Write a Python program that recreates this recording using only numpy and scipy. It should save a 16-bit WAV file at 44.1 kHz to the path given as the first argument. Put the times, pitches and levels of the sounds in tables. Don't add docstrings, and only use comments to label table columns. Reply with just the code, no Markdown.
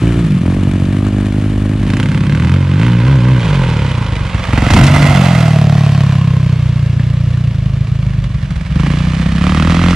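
import sys
import numpy as np
from scipy import signal
from scipy.fft import rfft, irfft
from scipy.io import wavfile
from scipy.ndimage import uniform_filter1d

SR = 44100
rng = np.random.default_rng(int(sys.argv[2]) if len(sys.argv) > 2 else 0)


def master_out(mix):
    frames = np.transpose(np.atleast_2d(mix))
    ceiling = np.clip(frames, -1, 1)
    pcm = np.round(ceiling * 32767).astype(np.int16)
    wavfile.write(sys.argv[1], SR, pcm)


N = 438794
TIME = np.arange(N) / SR
THROTTLE_OPEN_S, THROTTLE_SHUT_S = 0.011, 0.087


def from_db(db):
    return 10 ** (np.asarray(db) / 20)


def in_time(rows):
    seconds, *columns = np.transpose(rows)
    return [np.interp(TIME, seconds, column) for column in columns]


def swell(start, end, rise_s, fall_s):
    return np.clip(np.minimum((TIME - start) / rise_s, 1 - (TIME - end) / fall_s), 0, 1)


def steady(x, span_s=0.092):
    power = np.atleast_2d(x ** 2).mean(axis=0)
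    for _ in range(3):
        power = uniform_filter1d(power, int(span_s * SR))
    return x / np.sqrt(np.abs(power) + 1e-14)


def coloured(x, spectrum):
    size = 8192
    hz, db = np.transpose(spectrum)
    log_hz = np.log(np.maximum(np.arange(size // 2 + 1) * SR / size, 2))
    outside = np.maximum(np.log(hz[0]) - log_hz, 0) + np.maximum(log_hz - np.log(hz[-1]), 0)
    gain = from_db(np.interp(log_hz, np.log(hz), db) - 20 * outside)
    cepstrum = irfft(np.log(gain))
    cepstrum[1:size // 2] *= 2
    cepstrum[size // 2 + 1:] = 0
    response = irfft(np.exp(rfft(cepstrum)))
    return signal.oaconvolve(x, response if x.ndim == 1 else response[None], axes=-1)[..., :N]


def fading(clicks, seconds):
    decay = np.exp(-1 / (seconds * SR))
    return signal.lfilter([np.sqrt(1 - decay * decay)], [1, -decay], clicks + 1e-18)


def wide_noise():
    mid, side = rng.standard_normal((2, N))
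    treble = signal.sosfilt(signal.butter(2, 5000, "high", fs=SR, output="sos"), rng.standard_normal(N))
    return mid + (0.15 * side + 0.58 * treble) * [[1], [-1]]


def resonance(x, hz, width_hz):
    decay = np.exp(-np.pi * width_hz / SR)
    gain = (1 - decay ** 2) / 2
    feedback = [1, -2 * decay * np.cos(2 * np.pi * hz / SR), decay ** 2]
    return signal.lfilter([gain, 0, -gain], feedback, x + 1e-18)


def ringing(at, sizes, spectrum, pitch=1):
    pitch = np.broadcast_to(pitch, N)
    steps = np.arange(SR // 12)
    ring = coloured(signal.unit_impulse(len(steps)), spectrum)[:len(steps)]
    out = np.zeros(N + len(steps))
    for start, size in zip(at, sizes):
        out[start:start + len(steps)] += size * np.interp(steps * pitch[start], steps, ring, right=0)
    return out[:N]


def firings(rate, load, uneven_db):
    at = np.flatnonzero(np.diff(np.floor(np.cumsum(rate) / SR)))
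    size_luck, time_luck = np.clip(rng.standard_normal((len(at), 2)), -2, 2).T
    unrest = np.clip((28 / rate[at]) ** 5 * (1 - load[at]) ** 2, .25, 2.5)
    jitter = (1e-4 * SR * unrest * time_luck).astype(int)
    return np.clip(at + jitter, 0, N - 1), from_db(uneven_db * unrest * size_luck)


# dB gained per doubling of engine speed, dB lost per doubling of distance, dB gained from
# behind, dB gained at full throttle and half the cruising speed.
LAYER_CHANGES = [(6, 2.5, 4.5, 11), (7.5, 5, -2.5, 10), (3, 6, -2, -6.5), (6, 4.5, -4.5, -3.5),
                 (1.5, 5.5, 4, 25), (10, 6.5, -12.5, 11)]


def loudness(rate, load, path, mix, rear):
    passing_s, hidden_spells = path
    closest_m, riding_m_per_s, cruise_firings_per_s = 7.14, 10.98, 40
    metres = np.hypot(closest_m, riding_m_per_s * (TIME - passing_s))
    hidden_db = 9.5 * sum(swell(start, end, rise_s=0.89, fall_s=0.89) for start, end in hidden_spells)
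    octaves, doublings = np.log2(rate / cruise_firings_per_s), np.log2(metres / 10)
    lugging = load * np.minimum(octaves, 0) ** 2
    return [from_db(db + load_db * load + rev_db * octaves - far_db * doublings
                    + rear_db * rear + lug_db * lugging - hidden_db)
            for (db, load_db), (rev_db, far_db, rear_db, lug_db) in zip(mix, LAYER_CHANGES)]


def silencer_boom(at, sizes, rate, silencer, pitch, churn_db, airbox_db, gulp):
    churn = from_db(churn_db) * steady(coloured(rng.standard_normal(N), silencer))
    thump = steady(ringing(at, sizes, [(25, -43.0), (48, 8.5), (70, 6.0), (130, -16.5)]))
    thump_gain = gulp + from_db(airbox_db - 2.5 * np.maximum(rate - 24, 0))
    ring = steady(ringing(at, sizes, silencer, pitch))
    return steady(ring + churn + thump_gain * thump)


def clatter(shocks, rear):
    ticks_per_s = 120
    ticks = (rng.random(N) < ticks_per_s / SR) * rng.random(N)
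    rattle = wide_noise() * (1 + 12.0 * fading(ticks * (1 - rear / 2), seconds=0.003))
    return rattle * (1 + 6.3 * (1 + rear) * fading(shocks, seconds=0.007))


def exhaust_crack(at, shocks, jet, jet_db, pipe, bark_hz, pitch, load):
    ring = ringing(at, shocks[at], pipe, pitch)
    bark = steady(0.085 * ring + resonance(ring, bark_hz, width_hz=0.34 * bark_hz))
    burst = steady(bark + from_db(jet_db) * steady(coloured(jet, pipe)))
    sharpness = 1.9 * load ** 6
    return burst + sharpness * np.diff(burst, prepend=0)


def hollow_pipe(x, spacing, returning_share=0.17):
    hz, = in_time(spacing)
    earlier = np.maximum(np.arange(N) - np.rint(SR / hz).astype(int), 0)
    first = returning_share * np.take(x, earlier, axis=1)
    second = returning_share * np.take(first, earlier, axis=1)
    return (x + first + second) / np.sqrt(1 + returning_share ** 2 + returning_share ** 4)


def panned(x, pan_db):
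    sides = from_db(np.array([[.5], [-.5]]) * pan_db)
    middle = signal.sosfiltfilt(signal.butter(2, 3300, fs=SR, output="sos"), x)
    return x + (sides / sides.mean(axis=0) - 1) * middle


# frequency in Hz (before any pitch factor), relative level in dB.
GROWL_COLOUR = [(130, -43.5), (205, 10.5), (255, 11), (310, 7), (360, -4.5), (430, -18), (550, -12),
                (750, -51.5)]
HOOT_COLOUR = [(70, -31.5), (125, -8), (155, 0), (190, -4.5), (270, -36)]
HONK_COLOUR = [(50, -20.5), (88, 3), (115, -6.5), (200, -28)]


def bike(speed, throttle, path, mix, silencer, spacing, views, *, pan_db, uneven_db, jet_db, churn_db,
         airbox_db, growl_pitch, pitch=1, rear=0, beam_db=0, shade_db=0, intake=0, chop_db=0, gulp=0):
    rate, = in_time(speed)
    load = np.max([opening * swell(start, end, THROTTLE_OPEN_S, THROTTLE_SHUT_S)
                   for start, end, opening in throttle], axis=0)
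    gains = loudness(rate, load, path, mix, rear)
    boom_gain, growl_gain, crack_gain, clatter_gain, hoot_gain, buzz_gain = gains
    at, sizes = firings(rate, load, uneven_db)
    low = boom_gain * silencer_boom(at, sizes, rate, silencer, pitch, churn_db, airbox_db, gulp)
    low += growl_gain * steady(ringing(at, sizes, GROWL_COLOUR, growl_pitch))
    low += hoot_gain * steady(ringing(at, sizes, HOOT_COLOUR, pitch))
    honk = ringing(at, sizes, HONK_COLOUR)
    low += boom_gain * load * intake * honk / honk.std()
    shocks = np.zeros(N)
    shocks[at] = sizes * from_db(rng.standard_normal(len(at)))
    jet = fading(shocks, seconds=0.0055) * wide_noise()
    rattle = clatter(shocks, rear)
    high = 0
    for share, pipe, overtones, bark_hz in views:
        crack = crack_gain * exhaust_crack(at, shocks, jet, jet_db, pipe, bark_hz, pitch, load)
        buzz = buzz_gain * steady(ringing(at, sizes, overtones, pitch))
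        ticking = clatter_gain * steady(coloured(rattle, pipe))
        high += np.sqrt(share) * (from_db(beam_db) * (crack + buzz) + from_db(shade_db) * ticking)
    return from_db(chop_db) * low + panned(hollow_pipe(high, spacing), pan_db)


# time in seconds, firings per second.
LEADER_REVS = [(0.0, 56.7), (0.19, 58.9), (0.4, 42.2), (0.58, 47.8), (0.87, 46.4), (0.97, 50.5),
               (1.26, 50.4), (1.47, 52.0), (1.58, 50.0), (1.72, 52.2), (1.88, 48.8), (2.01, 51.4),
               (2.3, 48.6), (2.9, 45.5)]
# opens in seconds, shuts in seconds, opening from 0 to 1.
LEADER_TWISTS = [(-0.1, 0.17, 0.57), (0.424, 0.586, 0.92), (0.6, 2.0, 0.73), (0.94, 1.2, 0.83)]
LEADER_ROUTE = (-3.0, [(2.1, 8.82)])
# dB with throttle shut, dB added when fully open.
LEADER_LEVELS = [(-14, 6.5), (-15.5, 7), (-53, 17), (-24.5, 1), (-1.5, -32), (-37.5, 21.5)]
# frequency in Hz, relative level in dB.
LEADER_SILENCER = [(25, -42), (50, -1), (115, 6), (155, -3), (205, 0.5), (260, -31)]
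LEADER_COLOUR = [(280, -24), (480, -6), (729, -14.5), (1320, -11.5), (3030, -15.5), (5170, -28.5),
                 (9600, -30), (15000, -54.5)]
LEADER_OVERTONES = [(330, -13.5), (430, -1.5), (700, -7), (1700, -21.5), (3000, -39)]
# time in seconds, gap between them in Hz.
LEADER_SPACING = [(1.4, 590)]


def leading_bike():
    views = [(0.87, LEADER_COLOUR, LEADER_OVERTONES, 676)]
    return bike(LEADER_REVS, LEADER_TWISTS, LEADER_ROUTE, LEADER_LEVELS, LEADER_SILENCER, LEADER_SPACING,
                views, pan_db=6.0, uneven_db=7.5, jet_db=-5.0, churn_db=-12.0, airbox_db=-17.0,
                growl_pitch=np.interp(TIME, [0.2, 0.4], [1.16, 1.045]))


def breeze(level_db=-38.0):
    colour = [(20, -5), (60, -8.5), (150, 7.5), (300, -15.0), (700, -55.0)]
    return from_db(level_db) * steady(coloured(rng.standard_normal((2, N)), colour), span_s=0.91)


# start in seconds, relative level in dB.
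FUEL_POPS = [(0.225, -33), (6.996, -30.5), (8.864, -23)]
# frequency in Hz, relative level in dB.
FUEL_POP_COLOUR = [(60, -46), (200, 1.5), (450, -38), (1800, -30), (12000, -80)]


def exhaust_pops(gain_db=16.0, tail_s=0.0035):
    clicks = np.zeros(N)
    for start, db in FUEL_POPS:
        clicks[int(start * SR)] = from_db(db)
    tails = fading(clicks, tail_s) * rng.standard_normal(N)
    pops = coloured(clicks + tails, FUEL_POP_COLOUR)
    return from_db(gain_db) * pops * clicks.max() / np.abs(pops).max()


# time in seconds, firings per second.
JUMPER_REVS = [(0.0, 29.548), (1.78, 23.082), (2.04, 34.76), (2.25, 32.52), (2.36, 40.25), (2.46, 41.65),
               (2.56, 46.38), (2.73, 45.28), (2.85, 60.72), (2.94, 58.1), (3.02, 59.06), (3.12, 70.68),
               (3.2, 59.33), (3.31, 65.16), (3.42, 57.36), (3.51, 48.45), (3.72, 39.04), (3.95, 29.86),
               (4.29, 20.73), (4.66, 22.63), (4.74, 33.78), (4.81, 45.22), (4.95, 48.9), (5.11, 47.21),
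               (5.3, 42.71), (5.54, 36.89), (5.85, 35.7), (6.3, 32.48), (6.81, 28.97), (7.42, 29.74),
               (7.59, 26.25), (7.89, 27.73), (8.8, 20.19)]
# opens in seconds, shuts in seconds, opening from 0 to 1.
JUMPER_TWISTS = [(1.8, 2.306, 0.85), (1.865, 2.05, 1), (2.301, 2.551, 0.84), (2.567, 2.78, 0.57),
                 (2.772, 2.879, 0.82), (2.9, 3.146, 0.48), (3.1, 3.344, 0.38), (4.525, 4.663, 0.71),
                 (4.69, 4.805, 0.72), (4.896, 5.104, 0.28)]
JUMPER_ROUTE = (4.98, [(0.7, 1.04), (8.2, 12)])
# dB with throttle shut, dB added when fully open.
JUMPER_LEVELS = [(-8, -2), (-25, 12), (-41.5, 26), (-21.5, 6), (-17, -17), (-29.5, 3)]
# frequency in Hz (before the pitch factor), relative level in dB.
JUMPER_SILENCER = [(20, -24.5), (45, -19.5), (95, 1.5), (133, 7.5), (162, 5.5), (205, -12), (260, -54),
                   (500, -42)]
FRONT_COLOUR = [(280, -20.5), (520, 0.5), (698, -9), (900, -1), (1830, -8.5), (2030, -5.5), (3170, -9.5),
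                (5500, -22.5), (10300, -33), (15000, -68)]
SIDE_COLOUR = [(280, -29), (480, -3.5), (718, 3), (830, -0.5), (1500, -1.5), (1750, -8), (2060, 1.5),
               (2310, -6.5), (2700, -5), (3870, -13), (9880, -25), (15000, -41)]
REAR_COLOUR = [(280, -42.5), (480, -13.5), (659, -2.5), (866, -9), (1000, -13.5), (1560, -12.5),
               (1900, -13), (3710, -19), (10000, -37), (15000, -49)]
FAR_COLOUR = [(280, -19), (430, -4), (640, -3), (810, -10.5), (1100, -5), (1400, -9), (2800, -9),
              (9500, -31.5), (15000, -47)]
FRONT_OVERTONES = [(250, -26.5), (350, -1.5), (550, 2.5), (710, -20), (930, 2.5), (1250, -17), (1550, -4.5),
                   (1800, -20), (3000, -21), (5000, -53)]
SIDE_REAR_OVERTONES = [(300, -21), (480, -13.5), (620, 11), (820, -18), (980, 2.5), (1400, -24),
                       (1800, -12.5), (3600, -19)]
FAR_OVERTONES = [(300, -10), (560, 6), (780, -20), (1070, 13.5), (1400, -25.5)]
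# time in seconds, gap between them in Hz.
JUMPER_SPACING = [(2.0, 520), (4.2, 495), (4.65, 657), (4.92, 694), (6.0, 614), (6.35, 533), (7.7, 592),
                  (8.4, 570)]
# time in seconds, left minus right in dB, pitch factor.
JUMPER_PAN_AND_PITCH = [(2.7, -4.5, 1.026), (3.55, -4, 1.047), (4.3, -4.5, 0.83), (5.2, -8, 1.145),
                        (5.7, -2.5, 1.07), (7.0, 0.5, 0.93)]


def jumping_bike():
    pan_db, pitch = in_time(JUMPER_PAN_AND_PITCH)
    front = np.interp(TIME, [4.3, 4.75], [1, 0])
    rear = np.interp(TIME, [5.15, 5.65], [0, 1])
    far = np.interp(TIME, [5.7, 6.2], [0, 1])
    views = [(front, FRONT_COLOUR, FRONT_OVERTONES, 1620),
             (np.clip(1 - front - rear, 0, 1), SIDE_COLOUR, SIDE_REAR_OVERTONES, 760),
             (rear * (1 - far), REAR_COLOUR, SIDE_REAR_OVERTONES, 690),
             (far, FAR_COLOUR, FAR_OVERTONES, 1050)]
    shade_db = -7 * swell(-0.52, 3.353, rise_s=0.88, fall_s=0.098)
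    intake = from_db(-3.0) * swell(2.06, 4.0, rise_s=0.22, fall_s=0.3)
    chop_db = -5 * swell(3.39, 3.425, THROTTLE_OPEN_S, THROTTLE_SHUT_S)
    running_down = swell(3.425, 3.84, THROTTLE_SHUT_S, THROTTLE_SHUT_S)
    aimed = swell(5.37, 6.42, rise_s=0.25, fall_s=0.5)
    return bike(JUMPER_REVS, JUMPER_TWISTS, JUMPER_ROUTE, JUMPER_LEVELS, JUMPER_SILENCER, JUMPER_SPACING,
                views, pan_db=pan_db, uneven_db=2.0, jet_db=-1.5 - 6 * rear, churn_db=-20 - 12 * rear,
                airbox_db=-5.5, growl_pitch=1.006, pitch=pitch, rear=rear, shade_db=shade_db,
                intake=intake, chop_db=chop_db, beam_db=14 * aimed + 6 * running_down,
                gulp=from_db(-9) * running_down)


# start in seconds, end in seconds, level in dB.
LANDING_THUDS = [(4.69, 4.79, -3.5), (4.81, 5.146, -13)]
# start in seconds, level in dB.
LANDING_KNOCKS = [(4.706, -15), (4.737, -11), (4.837, -12), (4.867, -14)]


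def landing(rise_s=0.055, fall_s=0.082, crack_s=0.011):
    dirt = [(20, -28), (42, -11.0), (85, -4.5), (170, -8.5), (280, -17.5), (500, -39.0)]
    bright = [(500, -7), (2200, 7), (6500, -4), (10000, -13), (15000, -35)]
    force = sum(from_db(db) * swell(start, end, rise_s, fall_s) for start, end, db in LANDING_THUDS)
    cracks = sum(from_db(db) * (TIME >= start) * np.exp(-np.abs(TIME - start) / crack_s)
                 for start, db in LANDING_KNOCKS)
    rumble = force * steady(coloured(rng.standard_normal(N), dirt))
    return rumble + cracks * steady(coloured(wide_noise(), bright))


# time in seconds, firings per second.
CHASER_REVS = [(8.2, 18.932), (8.67, 18.87), (8.84, 28.859), (9.0, 29.798), (9.2, 32.33), (9.38, 32.735),
               (9.47, 36.927), (9.72, 42.0), (9.95, 44.189)]
# opens in seconds, shuts in seconds, opening from 0 to 1.
CHASER_TWISTS = [(8.752, 8.95, 0.74), (8.963, 9.4, 0.45), (9.404, 10.0, 0.8)]
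CHASER_ROUTE = (15.13, [(-1.0, 7.66)])
# dB with throttle shut, dB added when fully open.
CHASER_LEVELS = [(-5.5, 1.2), (-25, 21.5), (-29, 26), (-13.5, 4.9), (-8.5, 1.6), (-32, 30.3)]
# frequency in Hz (before the pitch factor), relative level in dB.
CHASER_SILENCER = [(20, -32.5), (40, -0.5), (80, 8), (120, -5.5), (168, 6.5), (205, 0.5), (260, -15.5),
                   (450, -44)]
CHASER_COLOUR = [(280, -34), (480, -5.5), (1060, -5.5), (1940, -3.5), (3300, -8.5), (3700, -11),
                 (10200, -29.5), (15000, -64)]
CHASER_OVERTONES = [(350, -25), (480, -0.5), (790, -5), (920, -7), (1100, 1.5), (1400, -0.5), (1750, -29),
                    (3250, -8.5), (4000, -38)]
# time in seconds, gap between them in Hz.
CHASER_SPACING = [(8.9, 570), (9.4, 617), (9.95, 690)]


def chasing_bike():
    pitch = np.interp(TIME, [8.8, 9.45], [0.9, 0.99])
    views = [(0.61, CHASER_COLOUR, CHASER_OVERTONES, 1110)]
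    return bike(CHASER_REVS, CHASER_TWISTS, CHASER_ROUTE, CHASER_LEVELS, CHASER_SILENCER, CHASER_SPACING,
                views, pan_db=-9.0, uneven_db=4.5, jet_db=-6.0, churn_db=-16.0, airbox_db=-12.5,
                growl_pitch=1.087, pitch=pitch)


def scene():
    bikes = leading_bike() + jumping_bike() + chasing_bike() + landing() + exhaust_pops()
    left, right = bikes * from_db([[-.25], [.25]])
    late_left = np.r_[0, left[:-1]]
    return np.array([late_left, right]) + breeze()


def record(dry):
    cutoff_hz = 15400
    clipped = dry / (1 + dry ** 10) ** (1 / 10)
    return signal.sosfilt(signal.ellip(10, .1, 80, cutoff_hz, fs=SR, output="sos"), clipped)


dry = scene()
out = record(dry)
master_out(out)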